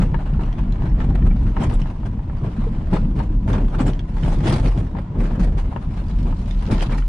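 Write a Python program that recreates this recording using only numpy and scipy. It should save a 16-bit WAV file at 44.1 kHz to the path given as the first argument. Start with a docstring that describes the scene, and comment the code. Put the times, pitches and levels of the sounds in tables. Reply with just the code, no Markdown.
"""Rumble and trim rattle throughout, with thuds and air booms among them: the cab of a diesel truck
crawling over rough, frozen ground at night. Filtered noise makes the body rumble, engine drone and
rattle. Decaying sines make the floor thuds, panel knocks, small ticks, loose taps and key jingles.
Sagging low sines make the air booms; late on, noise slips through one resonance as a rub."""
import sys
import numpy as np
from scipy import signal
from scipy.fft import rfft, irfft, next_fast_len
from scipy.io import wavfile
from scipy.ndimage import uniform_filter1d, map_coordinates

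SR = 44100
rng = np.random.default_rng(int(sys.argv[2]) if len(sys.argv) > 2 else 0)


def unload_wav(signal):
    """Save mono or channel-first audio to the path in sys.argv[1] as 16-bit WAV at rate SR, clipped to [-1, 1]."""
    wavfile.write(
        sys.argv[1],
        SR,
        np.round(np.clip(np.atleast_2d(signal).T, -1, 1) * 32767).astype(np.int16),
    )


N = 312228
T = np.arange(N) / SR

# Engine bay and blower spectrum. Each row: frequency in Hz, relative density in dB per Hz.
DRONE_SPECTRUM = [(180, -47.5), (300, 10), (435, -9), (838, -4), (987, 4.5), (1370, -19.5), (3150, -21.5),
                  (8040, -36.5), (10500, -59.5), (22000, -120)]
DRONE_LEVEL_DB = -50

# Road and engine rumble between bumps. Each row: time in seconds, level in dB.
RUMBLE_LEVEL = [(0, -11.5), (.2, -19.5), (1.0, -16), (1.45, -15), (1.8, -19.5), (2.5, -23.5), (3.0, -18.5),
                (3.4, -20), (4.06, -21), (4.5, -16.5), (5.0, -22), (5.7, -22), (6.4, -19), (7.08, -23.5)]
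# Rumble spectrum. Each row: frequency in Hz, relative density in dB per Hz.
RUMBLE_SPECTRUM = [(12, -59.5), (20, -1.5), (38, 3.5), (55, -1), (81, -6.5), (162, -8.5), (215, -12.5),
                   (414, -31.5), (600, -39.5), (780, -57.5), (1320, -120)]
# Floor pan and seat frame spectrum. Each row: frequency in Hz, relative density in dB per Hz.
JOLT_SPECTRUM = [(30, -38.5), (70, -5.5), (120, 1.5), (200, -5), (320, -11.5), (550, -20.5), (900, -32.5),
                 (1500, -120)]
# Hard bumps ringing the body. Each row: start in seconds, level before the soft rise in dB, pitch in Hz.
THUDS = [(0.329, -8.5, 146), (1.01, -14.5, 147), (1.146, -11.5, 146), (1.346, -9.5, 214), (1.602, -9, 212),
         (1.815, -5.5, 133), (2.425, -8.5, 130), (2.583, -9.5, 219), (2.666, -18, 451), (2.929, -10.5, 179),
         (2.932, -12, 305), (3.301, -18, 310), (3.496, -13, 127), (3.802, -6, 264), (4.237, -4, 125),
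         (4.393, -7.5, 129), (4.455, -6.5, 330), (4.614, -12.5, 109), (4.945, -15.5, 150), (5.183, -7, 133),
         (5.404, -1.5, 171), (6.126, -13, 157), (6.724, -5.5, 222.5), (6.884, -9.5, 127)]
THUD_T60_S, THUD_RISE_S = 0.073, 0.0034
# Bumps shaking trim and body. Each row: middle in seconds, level in dB, treble relative to it in dB,
# length before stretching in seconds.
BUMPS = [(0.017, -31.5, -16.5, 0.052), (0.143, -34, -26, 0.0087), (0.426, -35, -20, 0.034),
         (0.859, -35.5, -21.5, 0.025), (1.015, -33.5, -20.5, 0.057), (1.105, -38.5, -14.5, 0.02),
         (1.157, -29.5, -19, 0.01), (1.268, -37, -19, 0.04), (1.586, -31.5, -23, 0.041),
         (1.628, -28, -16.5, 0.048), (1.72, -36.5, -14, 0.066), (2.062, -38.5, -14.5, 0.02),
         (2.461, -33.5, -21, 0.046), (2.949, -21.5, -17.5, 0.026), (3.166, -43.5, -8, .02),
         (3.2, -33, -16, 0.049), (3.496, -27, -19.5, 0.031), (3.552, -23.5, -21.5, 0.041),
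         (3.745, -33, -20.5, 0.047), (3.813, -29.5, -18, 0.046), (3.876, -28, -12, 0.035),
         (4.266, -31, -15.5, 0.062), (4.329, -31.5, -13, 0.018), (4.469, -27.5, -12, 0.043),
         (4.51, -26, -10, 0.089), (4.662, -26.5, -13.5, 0.032), (4.789, -35, -15, 0.038),
         (4.978, -36, -29, 0.045), (5.23, -30, -16.5, 0.07), (5.325, -37.5, -18.5, 0.056),
         (5.428, -32.5, -13, 0.059), (5.59, -31.5, -15, 0.024), (6.294, -35.5, -21, 0.049),
         (6.736, -25.5, -11.5, 0.045), (6.825, -28.5, -3.5, 0.014), (6.932, -31, -14, 0.04),
         (6.984, -43, 0, 0.017)]
# A bump jolts the body this far over the trim, for longer and a little earlier.
BODY_JOLT_DB, BODY_STRETCH, BODY_LEAD_S = 7.5, 1.57, 0.0041
TRIM_STRETCH = 0.95

# Trim rattle between bumps. Each row: time in seconds, level in dB, treble relative to it in dB.
SHAKE_LEVEL = [(0.0, -38.5, -20), (1.0, -40.5, -21.5), (1.67, -39, -15.5), (2.23, -46, -19.5),
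               (2.62, -40.5, -17.5), (3.3, -46.5, -19), (3.69, -45, -12), (3.98, -48, -20.5),
               (4.3, -37.5, -10.5), (4.6, -41, -18), (4.89, -47.5, -21), (5.28, -40.5, -24),
               (5.88, -43, -15.5), (6.55, -44, -9), (6.84, -32, -23), (7.08, -58, 2)]
# Rattle spectrum. Each row: frequency in Hz, relative density in dB per Hz.
RATTLE_SPECTRUM = [(170, -26.5), (280, -0.5), (400, -5.5), (600, 0), (850, 1), (1200, -4), (2000, -12.5),
                   (3000, -18.5), (4500, -32.5), (7000, -63.5)]
# Spectrum of the treble contacts. Each row: frequency in Hz, relative density in dB per Hz.
FIZZ_SPECTRUM = [(2000, -2), (3500, -3.5), (5000, -7), (7500, -12.5), (9800, -12.5), (11000, -28),
                 (15000, -51.5)]

# Cab air heaving after bumps. Each row: middle in seconds, peak in dB, pitch at the middle in Hz.
BOOMS = [(0.201, -18, 33.7), (0.482, -16.5, 34.2), (0.7, -21, 34.7), (0.923, -17, 41), (1.111, -18, 41.5),
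         (1.219, -12.5, 41.5), (1.298, -10, 37.3), (1.55, -15.5, 36.6), (1.66, -12, 34.1),
         (1.754, -7.5, 33), (2.662, -20, 36.2), (3.081, -15.5, 30.2), (3.348, -12, 34.8),
         (3.556, -13, 37.4), (3.668, -11.5, 35.8), (3.77, -17, 35.5), (3.872, -12.5, 36.4),
         (4.287, -13, 29.3), (4.684, -8.5, 41.3), (5.249, -11.5, 35), (5.461, -8.5, 40.5),
         (5.608, -13, 35.3), (6.191, -14.5, 42.9), (6.298, -19, 36), (6.561, -13, 37.4), (6.781, -12, 33.6),
         (6.927, -17.5, 37.3), (7.024, -11, 38.3)]
BOOM_RISE_S, BOOM_FALL_S, SAG_HZ_PER_S = 0.049, 0.054, 21

# Trim panel knocks. Each row: start in seconds, peak in dB.
KNOCKS = [(0.144, -17), (0.394, -26), (1.106, -26), (1.567, -16), (1.626, -22.5), (1.712, -22),
          (1.858, -28), (2.032, -31), (2.192, -32.5), (2.2976, -29), (2.93, -20.5), (2.966, -16.5),
          (3.201, -20.5), (3.479, -22.5), (3.537, -29), (4.171, -30), (4.458, -27.5), (4.494, -34.5),
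          (4.951, -28.5), (5.311, -27.5), (5.726, -28), (5.762, -17.5), (6.326, -27), (6.702, -25),
          (6.895, -26)]
# Panel modes. Each row: frequency in Hz, mean level in dB, 60 dB decay in seconds.
PANEL_MODES = [(440, -3.5, 0.018), (580, -14, 0.042), (647, -4.5, 0.02), (803, -3.5, 0.036),
               (915, -0.5, 0.043), (1008, -12.5, 0.03), (1232, -5, 0.025), (1663, -8, 0.024),
               (2170, -18, 0.025), (2770, -16.5, 0.016)]
KNOCK_PAN_DB = 8  # left minus right

# Small hard parts. Each row: start in seconds, peak in dB, left minus right in dB, main ring in Hz.
TICKS = [(0.337, -36.5, -3, 2700), (0.4356, -35, -8, 2740), (0.528, -34, -1, 3030), (0.7237, -35, 8, 3800),
         (1.6993, -30, 11, 2820), (1.8176, -27, -1.5, 2930), (2.3842, -48, 9, 4500),
         (3.5317, -27.5, 5.5, 3460), (3.8177, -29, -2, 3200), (3.934, -30, 0, 3080), (3.9933, -28, 2, 3150),
         (4.2345, -29, -11, 2820), (4.7767, -32, 0, 3070), (6.0832, -43, -7, 4600), (6.1116, -41, -8, 3800),
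         (6.2289, -42, 0, 4900), (6.5102, -31, -10, 3420), (6.8085, -20.5, -3, 2880)]
# Small-part modes. Each row: multiple of the main ring, mean level in dB, 60 dB decay in seconds.
CLIP_MODES = [(.63, -1, 0.0043), (0.739, 3, 0.0029), (.9, 1, 0.0051), (1.02, -1, 0.009), (1.3, 3.5, 0.0021),
              (1.751, -2.5, .003), (2.399, -17.5, 0.003)]

# A lighter loose object. Each row: start in seconds, peak in dB.
TAPS = [(1.003, -28.5), (1.154, -35), (1.223, -35.5), (1.308, -33), (4.509, -23.5), (6.7212, -25.5),
        (6.7798, -31), (6.931, -30), (6.981, -28), (7.0223, -31.5)]
# Loose-object modes. Each row: frequency in Hz, mean level in dB, 60 dB decay in seconds.
LOOSE_MODES = [(1360, 3, 0.029), (1653, -7.5, 0.023), (1813, 3.5, 0.029), (2324, -0.5, 0.032),
               (3050, -8.5, 0.022), (4240, -19, 0.0065)]

# Key contacts. Each row: start in seconds, peak in dB, left minus right in dB.
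JINGLES = [(1.632, -44, 6), (1.736, -43, 3), (3.806, -40, 8), (3.865, -35.5, -3), (4.277, -50, 6),
           (4.78, -53, 8)]
# Key modes. Each row: frequency in Hz, mean level in dB, 60 dB decay in seconds.
KEY_MODES = [(6960, -5, 0.11), (7370, -7, 0.027), (7620, 1, 0.04), (7930, -2, 0.063), (10040, -1.5, 0.045)]

# Rub as the driver turns. Each row: time in seconds, level in dB.
RUSTLE_LEVEL = [(5.7, -78), (6.0, -62), (6.55, -56), (6.82, -42), (7.0, -64)]
RUSTLE_HZ, RUSTLE_WIDTH_HZ, RUSTLE_TOP_HZ = 3310, 2100, 7500

# Left-right likeness in the cab. Each row: frequency in Hz, correlation from -1 to 1.
LIKENESS = [(260, 1), (540, 0.78), (1120, 0.043), (2330, 0.44), (4840, 0.11), (10100, -0.29)]
# Microphone imbalance. Each row: frequency in Hz, left minus right in dB.
MIC_LEAN = [(60, 0.25), (200, 0.75), (500, 2), (1300, -0.5), (8000, 1)]
# Gain control: threshold, averaging time, share of the dB excess taken off.
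HOLD_DB, HOLD_S, SQUEEZE = -18, 0.015, 0.38
TOP_HZ = 15600


def amp(db):
    """Decibels to gain."""
    return 10 ** (np.asarray(db) / 20)


def unit(x):
    """Scale to rms 1."""
    return x / np.sqrt(np.mean(x ** 2) + 1e-20)


def along(points, hz):
    """Interpolate (Hz, value) points on a log axis."""
    f, v = np.transpose(points)
    return np.interp(np.log(hz + 1), np.log(f + 1), v)


def curves(rows):
    """One value per sample for each column after the time."""
    s, *cols = np.transpose(rows)
    return [np.interp(T, s, c) for c in cols]


def wobble(knots_per_s):
    """A smooth random curve."""
    return map_coordinates(rng.standard_normal(N // 100), [T * knots_per_s])


def noise_pair():
    """Two unrelated white noises."""
    return rng.standard_normal((2, N))


def filtered(x, response):
    """Multiply the spectrum of x by a response of frequency."""
    m = next_fast_len(N + SR // 2)
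    return irfft(rfft(x, m) * response(np.fft.rfftfreq(m, 1 / SR)), m)[..., :N]


def spread(pair, spectrum):
    """Colour two unrelated signals and mix them to the cab's left-right likeness, mid at rms 1."""
    def mid_side_gain(hz):
        turn = np.arccos(np.clip(along(LIKENESS, hz), -1, .998)) / 2
        return amp(along(spectrum, hz)) * [np.cos(turn), np.sin(turn)]

    mid, side = filtered(pair, mid_side_gain)
    return np.array([mid + side, mid - side]) / np.sqrt(np.mean(mid ** 2))


def clatter(hits_per_s, spread_db, t60_s):
    """Envelope of random contacts: sudden starts of uneven size that die fast, rms 1."""
    chance, size = rng.random(N), rng.standard_normal(N)
    hits = (chance < hits_per_s / SR) * amp(spread_db * np.tanh(size))
    return unit(signal.lfilter([1], [1, -amp(-60 / (t60_s * SR))], hits))


def swells(stretch, lead_s):
    """Power of all bumps and of their treble: quick rise, flat top, slower fall."""
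    power = np.zeros((2, N))
    for s, level_db, treble_db, length_s in BUMPS:
        near = slice(max(round((s - .4) * SR), 0), round((s + .6) * SR))
        late = T[near] - s + lead_s
        steepness = np.where(late < 0, 6.5, 2.8)
        swell = amp(level_db) ** 2 / (1 + np.abs(2 * late / (stretch * length_s)) ** steepness)
        power[:, near] += swell * amp([[0], [treble_db]]) ** 2
    return power


def struck(events, modes, crack, rise_s, echo):
    """Each blow rings the modes at new strengths with a noise crack; the cab smears each side differently."""
    out, t = np.zeros((2, N + SR)), np.arange(SR // 8) / SR
    for s, db, pan_db, pitch in events:
        blow = np.zeros(len(t))
        for hz, level_db, t60_s in modes:
            decay = amp(level_db + rng.normal(0, 2.1) - 60 * t / t60_s)
            blow += decay * np.sin(2 * np.pi * pitch * hz * rng.normal(1, 0.01) * t)
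        blow += crack * rng.standard_normal(len(t)) * amp(-60 * t / 0.0016)
        blow *= 1 - np.exp(-t / rise_s)  # soft contact
        blow /= np.abs(blow).max()
        tail = rng.standard_normal((2, len(t))) * amp(-60 * t / 0.072)
        tail /= np.linalg.norm(tail[0])
        wet = signal.fftconvolve(blow[None], tail, axes=1)[:, :len(t)]
        direct = amp([[pan_db / 2], [-pan_db / 2]]) * blow
        out[:, round(s * SR):][:, :len(t)] += amp(db) * (direct + echo * wet)
    return out[:, :N]


def drone():
    """Steady engine and blower noise: coloured noise with a slight level flutter."""
    return amp(DRONE_LEVEL_DB + 0.3 * wobble(51)) * spread(noise_pair(), DRONE_SPECTRUM)


def thuds():
    """Hard bumps ring the body low, as decaying sines through a soft, rubber-mounted rise."""
    out, t = np.zeros(N + SR), np.arange(SR // 4) / SR
    rise = 1 - np.exp(-t / THUD_RISE_S)
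    for s, level_db, hz in THUDS:
        ring = amp(level_db - 60 * t / THUD_T60_S) * np.sin(2 * np.pi * hz * t)
        out[round(s * SR):][:len(t)] += rise * ring
    return out[:N]


def body():
    """Lumpy noise rumbles through the floor, jolts at each bump, and the thuds ring on top."""
    level_db, = curves(RUMBLE_LEVEL)
    lumps = amp(2.9 * wobble(18))
    rumble = amp(level_db) * spread(lumps * noise_pair(), RUMBLE_SPECTRUM)
    jolt_gain = amp(BODY_JOLT_DB) * np.sqrt(swells(BODY_STRETCH, BODY_LEAD_S)[0])
    jolts = jolt_gain * spread(lumps * noise_pair(), JOLT_SPECTRUM)
    return rumble + jolts + thuds()


def shaking():
    """Gains of the rattle and of its treble: slow shake plus a short swell at each bump."""
    db, treble_db = curves(SHAKE_LEVEL)
    return np.sqrt(amp([db, db + treble_db]) ** 2 + swells(TRIM_STRETCH, 0))


def patchy(pair, depth_db):
    """Parts of the trim take turns: patches of random gain in time and pitch."""
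    z = signal.stft(pair, nperseg=512)[2]
    field = uniform_filter1d(rng.standard_normal(z.shape[1:]), size=4, axis=0)  # across pitch
    field = uniform_filter1d(field, size=7, axis=1)  # across time
    return signal.istft(z * amp(depth_db * unit(field)), nperseg=512)[1][:, :N]


def grains(spectrum, cycles, spread_db, pan_db, count):
    """Many tiny rings at random times and pitches, each with its own pan and side delay, rms 1."""
    when, where = rng.random(count), rng.random(count)
    size, side, lag = rng.standard_normal((3, count))
    low_hz, high_hz = spectrum[1][0], spectrum[-2][0]
    hz = low_hz * (high_hz / low_hz) ** where
    step = np.arange(768)
    turns = step / SR * hz[:, None]
    ring = np.sin(2 * np.pi * turns) * amp(-60 * turns / cycles) * (1 - np.exp(-turns))
    ring *= (amp(along(spectrum, hz) + spread_db * size) * hz)[:, None]  # short high grains need more height
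    out = []
    for sign in (1, -1):
        start = np.clip(when * N + sign * lag * 0.00021 * SR, 0, N).astype(int)
        panned = ring * amp(sign * pan_db * where * side)[:, None]
        places = start[:, None] + step
        out.append(np.bincount(places.ravel(), panned.ravel(), N + SR)[:N])
    return unit(np.array(out))


def rattle(low_gain, high_gain):
    """Loose trim chatters: small rings over a rough noise smear, and a fizz with added shorter contacts."""
    chatter = clatter(hits_per_s=120, spread_db=8.5, t60_s=0.067)
    smear = spread(patchy((0.91 + chatter) * noise_pair(), depth_db=2.0), RATTLE_SPECTRUM)
    rings = grains(RATTLE_SPECTRUM, cycles=25.0, spread_db=0.0, pan_db=3.0, count=3400)
    contacts = 1.1 + chatter + 0.42 * clatter(hits_per_s=230, spread_db=8.0, t60_s=0.021)
    fizz = spread(contacts * patchy(noise_pair(), depth_db=3.0), FIZZ_SPECTRUM)
    return low_gain * (amp(-4.0) * smear + amp(-13.0) * rings) + high_gain * fizz


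def boom():
    """Cab air heaves at its lowest resonance after a bump: a sine that swells, fades and sags in pitch."""
    out, t = np.zeros(N + SR), np.arange(-SR // 4, SR // 4) / SR
    shape = np.exp(-.5 * (t / np.where(t < 0, BOOM_RISE_S, BOOM_FALL_S)) ** 2)
    for (s, db, hz), turn in zip(BOOMS, rng.random(len(BOOMS))):
        phase_turns = turn + hz * t - SAG_HZ_PER_S * t ** 2 / 2
        out[round(s * SR):][:len(t)] += amp(db) * shape * np.sin(2 * np.pi * phase_turns)
    return out[SR // 4:][:N]  # puts t = 0 on the listed middle


def knocks():
    """A trim panel, louder on the left, is struck and rings its short modes."""
    blows = [(s, db, KNOCK_PAN_DB, 1) for s, db in KNOCKS]
    return struck(blows, PANEL_MODES, crack=.03, rise_s=0.00037, echo=1.0)


def ticks():
    """Small hard parts click, each ringing multiples of its own main pitch."""
    return struck(TICKS, CLIP_MODES, crack=0.06, rise_s=0.00045, echo=1.0)


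def taps():
    """A lighter loose object taps and rings its modes, centred."""
    blows = [(s, db, 0, 1) for s, db in TAPS]
    return struck(blows, LOOSE_MODES, crack=.05, rise_s=0.00091, echo=1.0)


def jingle():
    """Keys touch now and then, ringing high metal modes."""
    return struck([(*row, 1) for row in JINGLES], KEY_MODES, crack=0.093, rise_s=0.0037, echo=0.59)


def rustle():
    """Cloth or a strap drags over plastic: uneven noise slips in one resonance."""
    level_db, = curves(RUSTLE_LEVEL)
    slips = clatter(hits_per_s=170, spread_db=8.0, t60_s=0.028) * noise_pair()

    def resonance(hz):
        peak = 1j * hz / (RUSTLE_HZ ** 2 - hz ** 2 + 1j * hz * RUSTLE_WIDTH_HZ)
        return peak / (1 + 1j * hz / RUSTLE_TOP_HZ) ** 4

    return amp(level_db) * (T > RUSTLE_LEVEL[0][0]) * unit(filtered(slips, resonance))


def scene():
    """All sources as they reach the two microphones."""
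    steady = drone() + body() + rattle(*shaking())
    blows = knocks() + ticks() + taps() + jingle()
    return steady + boom() + blows + rustle()


def record(dry):
    """Gain control eases loud moments, the microphones lean apart in level, and the band is cut at the top."""
    share = 1 / (HOLD_S * SR)
    loud = np.sqrt(signal.lfilter([share], [1, share - 1], dry.mean(0) ** 2))
    held = dry * np.maximum(loud / amp(HOLD_DB), 1) ** -SQUEEZE

    def microphones(hz):
        return amp(along(MIC_LEAN, hz) / 2 * np.array([[1], [-1]])) * (hz < TOP_HZ)

    return filtered(held, microphones)


dry = scene()
out = record(dry)
unload_wav(out)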